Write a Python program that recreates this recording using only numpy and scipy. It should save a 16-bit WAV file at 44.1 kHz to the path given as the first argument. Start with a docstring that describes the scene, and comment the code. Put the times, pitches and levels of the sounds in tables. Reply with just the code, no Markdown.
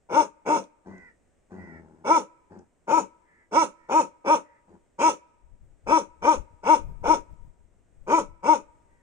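"""A yard with an open plank shed, where a large dog barks in short runs a few metres away.
Each bark starts as a rasp of flapping vocal folds, locks into a ringing arch of pitch and falls apart.
In the pauses slack folds growl, a thin whine comes through the nose and the jaw ticks shut.
The shed rings briefly and the yard echoes faintly over a bed of outdoor air;
in the second half, gusts brush the microphone."""
import sys
import numpy as np
from scipy import signal
from scipy.fft import irfft
from scipy.io import wavfile
from scipy.ndimage import map_coordinates

SR = 44100
rng = np.random.default_rng(int(sys.argv[2]) if len(sys.argv) > 2 else 0)


def store_pcm(level_fs):
    """Save levels as 16-bit WAV."""
    pcm = np.round(np.clip(level_fs, -1, 1) * 32767).astype(np.int16)
    wavfile.write(sys.argv[1], SR, np.atleast_2d(pcm).T)


N = 397771
T = np.arange(N) / SR

# the bed of outdoor air: (frequency [Hz], gain [dB])
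YARD_AIR = [(25, -1.5), (60, -1), (130, -8.5), (300, -7.5), (600, -10.5), (1000, -21), (2000, -23),
            (4500, -38.5), (6000, -32), (8200, -24.5), (10300, -45.5), (15000, -53)]
# wind thumping on the microphone: (frequency [Hz], gain [dB])
WIND_BUFFET = [(15, 3), (45, 1.5), (90, -6), (160, -14.5), (300, -28.5), (700, -35), (2000, -64)]
# gusts: (peak time [s], half length [s], relative level [dB])
WIND_GUSTS = [(5.52, .04, -53), (5.66, .05, -49), (5.89, .05, -46), (6.25, .03, -46), (6.4, .05, -42),
              (6.54, .025, -45), (6.86, .09, -39), (7.09, .11, -40), (7.33, .035, -47), (7.45, .06, -44),
              (8.03, .06, -45.5), (8.26, .1, -50)]
# returns from the near planks, the whole shed and the yard: (frequency [Hz], gain [dB])
PLANK_SLAP = [(300, -24.5), (1000, -14.5), (1800, 1.5), (4000, 6.5), (12000, 4.5)]
SHED_REVERB = [(100, -3.5), (400, -8.5), (950, -19), (1500, -7), (3000, -8), (12000, -4)]
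YARD_REVERB = [(100, -30.5), (400, -33), (1000, -34), (2300, -26.5), (5000, -28.5), (12000, -59)]
# posts and a tin wall shade the two microphone ports: (frequency [Hz], left minus right [dB])
PORT_SHADE = [(100, 2.5), (230, 6.5), (330, 5), (560, 2), (900, 5.5), (1300, 1), (2300, -3.5), (5000, -1.5),
              (6700, -12), (8300, 6.5), (15000, -3.5)]
# teeth and lips clicking: (time [s], peak level [dB])
JAW_CLICKS = [(.639, -50.5), (.98, -60), (2.59, -57)]
# whines: (start [s], length [s], top pitch [Hz], relative level [dB], flutter [share of pitch])
WHINE_CUES = [(.87, .26, 508, -60.5, .045), (1.53, .29, 492, -60, .05), (3.22, .25, 450, -70, .06),
              (3.74, .28, 466, -72, .055), (4.38, .24, 468, -73, .07), (8.84, .25, 395, -81, .04)]
# nasal resonances: (frequency [Hz], gain [dB])
NOSE_TONE = [(400, -12.5), (950, -9.5), (1450, -5.5), (1800, 2.5), (2030, 5.5), (2400, -17), (3200, -51),
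             (4200, -38), (7000, -31)]
# growls: (start [s], length [s], top pulse rate [Hz], relative level [dB], fade [dB/s])
GROWL_CUES = [(.85, .29, 97, -49, 130), (1.497, .56, 93.5, -48.5, 21), (2.497, .16, 92, -51, 170),
              (4.67, .13, 85, -58, 200)]
# a growl's breath, and its fold slaps muffled by the nearly closed mouth: (frequency [Hz], gain [dB])
GROWL_BREATH = [(50, -18.5), (85, 5.5), (130, -16.5), (190, 9), (280, -3.5), (360, 7), (480, -3),
                (700, -6.5), (860, 1), (1200, -17), (1600, -13), (3200, -50), (5000, -40), (8500, -48),
                (10500, -71)]
GROWL_RUMBLE = [(50, -19.5), (85, -1.5), (130, -5.5), (200, 4.5), (280, -3.5), (360, 3), (480, -14.5),
                (700, -12.5), (860, -16), (1200, -23.5), (3200, -53.5), (10000, -72)]
# barks: (crest time [s], lead-in [s], top pitch [Hz], stretch [factor], tone trim [dB], chest trim [dB],
# rasp trim [dB], mouth trim [dB], hiss trim [dB], tone left minus right [dB])
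BARK_CUES = [(.187, .104, 309, .95, -2.2, -1, 1.5, -2, 0, .5),
             (.534, .087, 312, 1.1, -5, 2.5, 3.5, -3.5, -2, -2.5),
             (2.137, .102, 335, 1.14, 1.5, -1, .5, -2, .5, -3.5),
             (2.957, .091, 326, 1.05, -2, .5, 2, -3, -1, 2),
             (3.597, .091, 332, .98, 0, -.5, -.5, 1, 3.5, -8),
             (3.973, .094, 321, 1.06, -1.5, -.5, -.5, -2, -.5, -2),
             (4.322, .085, 317, .87, 0, -2.5, 1, 1, 0, -1.5),
             (5.061, .083, 324, .98, -.5, -1, .5, 4.5, 5, -2),
             (5.947, .091, 326, 1.02, -1, 1, .5, -.5, .5, 2.5),
             (6.3, .090, 316, 1.0, .3, -1.5, -.5, 1, -.5, 1.5),
             (6.718, .097, 318, .94, 1.3, -2, -.5, 2, 0, .5),
             (7.113, .089, 318, .92, -1.8, 1, 2.5, -2, -.5, 1.5),
             (8.157, .097, 332, 1, .5, .5, 0, -.5, -1, -.5),
             (8.512, .092, 315, 1.01, -2, -.5, -3, -2.5, -2, 1)]
# the throat as the folds sound through it: (frequency [Hz], gain [dB])
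THROAT_TONE = [(130, -18), (190, -8), (250, -13), (320, -12), (450, -5), (570, -4), (650, -19),
               (780, -15.5), (900, -1), (948, 3.5), (1000, -6), (1110, -13), (1300, -10), (1750, -41),
               (2280, -26)]
# the same tract under turbulent air, jaw open and jaw closing: (frequency [Hz], gain [dB])
RASP_OPEN = [(70, -23), (150, -20), (230, -10), (320, 1.5), (480, 5), (680, 0.5), (790, 0.5), (920, 8),
             (1090, -7.5), (1450, -2), (1850, -27.5), (2320, -9.5), (3200, -53), (5000, -52)]
RASP_CLOSING = [(70, -29), (130, -15.5), (185, 1.5), (260, -4), (320, -0.5), (430, 1), (540, 10),
                (790, -13), (930, -11), (1250, -16), (1700, -35.5), (3200, -56.5)]
# the open mouth's resonance, and air rushing over tongue and teeth: (frequency [Hz], gain [dB])
MOUTH_RING = [(1100, -19.5), (1500, -5.5), (1900, -8.5), (2320, 3.5), (2700, -7.5), (3300, -16),
              (4400, -42.5)]
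TEETH_HISS = [(2000, -27), (3100, -5.5), (3800, -5), (4450, -12), (5000, 4), (6400, 3), (7500, -5.5),
              (8400, -3), (9200, -17.5), (9700, -32), (14500, -28.5)]
# layer envelopes of a bark, before its trims and stretch:
# (level [dB], rise [dB/s], hold before the crest [s], hold after it [s], fall [dB/s])
TONE_SWELL = (-16.9, 480, .023, .024, 450)
RASP_SWELL = (-31.4, 330, .046, .042, 330)
MOUTH_SWELL = (-45.7, 560, .048, .035, 360)
HISS_SWELL = (-48.5, 400, .044, .04, 540)


def undb(db):
    """Decibels to gain."""
    return 10 ** (np.asarray(db) / 20)


def colour(x, spectrum, size=8192):
    """Ring a sound through a resonant body with this (frequency [Hz], gain [dB]) curve."""
    hz, db = np.transpose(spectrum)
    bins_hz = np.maximum(np.abs(np.fft.fftfreq(size, 1 / SR)), 1)
    log_gain = np.log(undb(np.interp(np.log(bins_hz), np.log(hz), db)))
    minimum_phase = np.exp(signal.hilbert(log_gain).conj())[:size // 2 + 1]
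    ring = irfft(minimum_phase)[:size // 2]
    return signal.oaconvolve(x, ring if x.ndim == 1 else ring[None], axes=-1)[..., :x.shape[-1]]


def shift(x, factor):
    """Varispeed: slide all resonances of a noise by a moving factor."""
    return map_coordinates(x, [np.cumsum(factor)], order=3, mode="mirror")


def unit(x):
    """Scale to rms 1."""
    return x / np.sqrt(np.mean(x ** 2))


def wander(t, rate):
    """Smooth random drift with a spread near 1, changing rate times a second."""
    return map_coordinates(rng.standard_normal(4096), [(t - t[0]) * rate], order=3, mode="wrap")


def swell(age, db, rise_db_per_s, before, after, fall_db_per_s):
    """An envelope that rises, holds around age zero and falls."""
    early, late = np.maximum(-before - age, 0), np.maximum(age - after, 0)
    return undb(db - rise_db_per_s * early - fall_db_per_s * late)


def ramp(age, length):
    """A linear fade from 0 to 1."""
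    return np.clip(age / length, 0, 1)


def bell(x, width):
    """A smooth hump, 1 at zero."""
    return np.exp(-(x / width) ** 2)


def span(start, end):
    """The sample times between two moments."""
    return T[(T >= start) & (T < end)]


def add(track, t, sound):
    """Lay a sound on a track at its times."""
    i = round(t[0] * SR)
    track[..., i:i + len(t)] += sound


def yard(db=-69, side_db=-4):
    """A faint, wide bed of slowly wavering outdoor air."""
    mid, side = unit(colour(rng.standard_normal((2, N)), YARD_AIR))
    side = side * undb(side_db)
    return np.array([mid + side, mid - side]) * undb(db + 1.2 * wander(T, 4))


def breeze(start_s=5.3, left_db=3, right_db=-10, eddy_db=3):
    """Gusts ride on a light breeze; their eddies thump on each port separately, mostly the left."""
    light = undb(-63) * ramp(T - start_s, .15)
    gusts = sum(undb(db) * bell(T - at, half) for at, half, db in WIND_GUSTS)
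    buffet = unit(colour(rng.standard_normal((2, N)), WIND_BUFFET))
    eddies = buffet * (light + gusts) * undb(eddy_db * wander(T, 22))
    return eddies * undb([[left_db], [right_db]])


def reverb(x, spectrum, t60, delay, build):
    """Scattered reflections build up and die away, different at each port; times in seconds."""
    t = span(0, 1.2)
    late = np.maximum(t - delay, 0)
    shape = (1 - np.exp(-late / build)) * np.exp(-np.log(1000) * late / t60)
    scatter = rng.standard_normal((2, len(t))) * shape / np.sqrt(np.sum(shape ** 2))
    return signal.fftconvolve(x, colour(scatter, spectrum), axes=1)[:, :N]


def shed(dog, port_lag_ms=.115, head_swing_hz=.6):
    """The direct sound reaches the right port first; planks, shed and yard answer after it."""
    direct = np.array([np.roll(dog[0], round(port_lag_ms * SR / 1000)), dog[1]])
    ring = reverb(dog, SHED_REVERB, t60=.1687, delay=.0062, build=.006)
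    echo = reverb(dog, YARD_REVERB, t60=.97, delay=.03, build=.01)
    # the head swings slowly, so the near planks answer each bark a little differently
    swing = 2 * np.pi * head_swing_hz * T + wander(T, 3)
    planks = sum(reverb(dog * share, PLANK_SLAP, t60=.013, delay=.0006, build=.0003)
                 for share in (np.cos(swing), np.sin(swing)))
    left, right = direct + planks + ring + echo
    return np.array([colour(left, [(hz, db / 2) for hz, db in PORT_SHADE]),
                     colour(right, [(hz, -db / 2) for hz, db in PORT_SHADE])])


def folds(hz, harmonics):
    """Vocal fold pulses with equal harmonics, and the phase of their cycle."""
    phase = 2 * np.pi * np.cumsum(hz) / SR
    return np.sqrt(2) * np.cos(np.arange(1, harmonics + 1)[:, None] * phase).sum(0), phase


def puffs(phase, spectrum, depth):
    """Turbulent air let through once a fold cycle."""
    return unit(colour(rng.standard_normal(len(phase)) * np.exp(depth * np.cos(phase)), spectrum))


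def clicks(decay_s=.00054):
    """Tiny bright ticks of the closing jaw."""
    out = np.zeros(N)
    for start, db in JAW_CLICKS:
        t = span(start, start + .02)
        tick = colour(rng.standard_normal(len(t)) * np.exp(-(t - start) / decay_s), TEETH_HISS)
        add(out, t, undb(db) * tick / np.abs(tick).max())
    return out


def whines(attack_s=.075, release_s=.04, edge_db=17, flutter_hz=85):
    """A thin, fluttering tone through the nose scoops up to its top pitch, then sags."""
    out = np.zeros(N)
    top_at, scoop, sag = .3, .07, .13  # share of the length; shares of the pitch
    for start, length, top_hz, db, flutter in WHINE_CUES:
        t = span(start, start + length)
        past_top = (t - start) / length - top_at
        droop = np.where(past_top < 0, scoop * (past_top / top_at) ** 2,
                         sag * (past_top / (1 - top_at)) ** 2)
        hold_s = length - attack_s - release_s
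        gain = swell(t - start - attack_s, db, edge_db / attack_s, 0, hold_s, edge_db / release_s)
        shake = np.sin(2 * np.pi * flutter_hz * t) + .4 * wander(t, 170)
        pulses, _ = folds(top_hz * (1 - droop) * (1 + flutter * shake), harmonics=12)
        add(out, t, gain * colour(pulses, NOSE_TONE))
    return out


def growls(slack_hz=79, push_s=.07, relax_s=.085, attack_s=.022, hold_s=.058):
    """One push of air sets slack folds slapping unevenly; they slow down as it fades."""
    out = np.zeros(N)
    for start, length, top_hz, db, fade_db_per_s in GROWL_CUES:
        t = span(start, start + length)
        age = t - start
        hz = slack_hz + (top_hz - slack_hz) / (1 + ((age - push_s) / relax_s) ** 2)
        gain = swell(age - attack_s, db, 650, 0, hold_s, fade_db_per_s) * ramp(t[-1] - t, .03)
        cycles = np.cumsum(hz * (1 + .025 * wander(t, 90))) / SR
        slaps = np.diff(np.floor(cycles), prepend=0) * undb(3.1 * wander(t, 82))
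        # the loose lips shudder after each slap and soften it
        shudder = rng.standard_normal(len(t)) * np.exp(-age / .0045)
        softened = unit(signal.fftconvolve(slaps, shudder)[:len(t)])
        rumble = unit(colour(unit(slaps) + .6 * softened, GROWL_RUMBLE))
        # hoarse on the first push of air, then it settles
        breath = (.59 + .82 * np.exp(-age / .1277)) * puffs(2 * np.pi * cycles, GROWL_BREATH, depth=.51)
        add(out, t, gain * (rumble + breath))
    return out


def pitch_arch(age, slack=.38, rise_s=.057, fall_s=.056, squareness=2.7):
    """Pitch as a share of the top: up from slack folds to the crest and back."""
    from_crest = np.maximum(-age / rise_s, age / fall_s)
    return slack + (1 - slack) / (1 + from_crest ** squareness)


def bark_voice(t, hz, gain, rough, chest_db):
    """Folds sound through the throat, jittering when rough; gives the voice and its phase."""
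    jitter = .12 * rough * wander(t, 350)
    pulses, phase = folds(hz * (1 + jitter), harmonics=7)
    pulses *= 1 + .8 * rough * np.sin(phase / 2)  # strong and weak pulses alternate
    pulses += (undb(chest_db) - 1) * np.sqrt(2) * np.cos(phase)  # the chest weights the fundamental
    shimmer = (1 + .5 * rough * wander(t, 300)) * undb(1.1 * wander(t, 70))
    return colour(pulses * gain * shimmer, THROAT_TONE), phase


def jaw_rasp(age, phase, open_before_s=.04, open_after_s=.025, move_s=.03, start_shut=.12):
    """Gritty air in the throat, darker before the jaw is fully open and as it closes."""
    shut = ramp(age - open_after_s, move_s) + np.clip((-age - open_before_s) / move_s, 0, start_shut)
    bright = puffs(phase, RASP_OPEN, depth=.99)
    dark = puffs(phase, RASP_CLOSING, depth=.9)
    return np.sqrt(1 - shut) * bright + np.sqrt(shut) * dark


def barks(attack_s=.018, release_s=.03, lock_dip_db=6.5):
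    """The folds flap irregularly at both ends of a bark and lock into a clean tone at its crest."""
    out = np.zeros((2, N))
    for crest, lead, top_hz, stretch, tone_db, chest_db, rasp_db, mouth_db, hiss_db, pan_db in BARK_CUES:
        t = span(crest - lead, crest + .16)
        age = (t - crest) / stretch
        sag_db = 70 * age  # the air runs out
        lock_db = lock_dip_db * bell(age, .022)  # the rasp ducks while the folds are locked
        teeth_db = 35 * age  # the hiss grows as the teeth come together
        tone_gain = swell(age, *TONE_SWELL) * undb(tone_db - sag_db)
        rasp_gain = swell(age, *RASP_SWELL) * undb(rasp_db - sag_db - lock_db)
        mouth_gain = swell(age, *MOUTH_SWELL) * undb(mouth_db - sag_db)
        hiss_gain = swell(age, *HISS_SWELL) * undb(hiss_db + teeth_db)
        rough = rasp_gain / (rasp_gain + tone_gain)
        voice, phase = bark_voice(t, top_hz * pitch_arch(age), tone_gain, rough, chest_db)
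        rasp = rasp_gain * jaw_rasp(age, phase)
        # the mouth resonances rise as the lips draw back, never twice alike
        lips = (1.05 + age) * (1 + .015 * wander(t, 25))
        mouth = mouth_gain * shift(puffs(phase, MOUTH_RING, depth=1.2), lips)
        hiss = hiss_gain * shift(puffs(phase, TEETH_HISS, depth=.46), lips)
        pan = undb([[pan_db / 2], [-pan_db / 2]])
        gate = ramp(t - t[0], attack_s) ** 2 * ramp(t[-1] - t, release_s)
        add(out, t, gate * (voice * pan + rasp + mouth + hiss))
    return out


def scene():
    """The dog in its shed, over the breeze and the air of the yard."""
    return shed(barks() + growls() + whines() + clicks()) + breeze() + yard()


def record(dry):
    """A steep low-pass takes off the very top."""
    top_hz = 15650
    return signal.sosfilt(signal.ellip(10, .2, 80, top_hz, fs=SR, output="sos"), dry)


dry = scene()
out = record(dry)
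store_pcm(out)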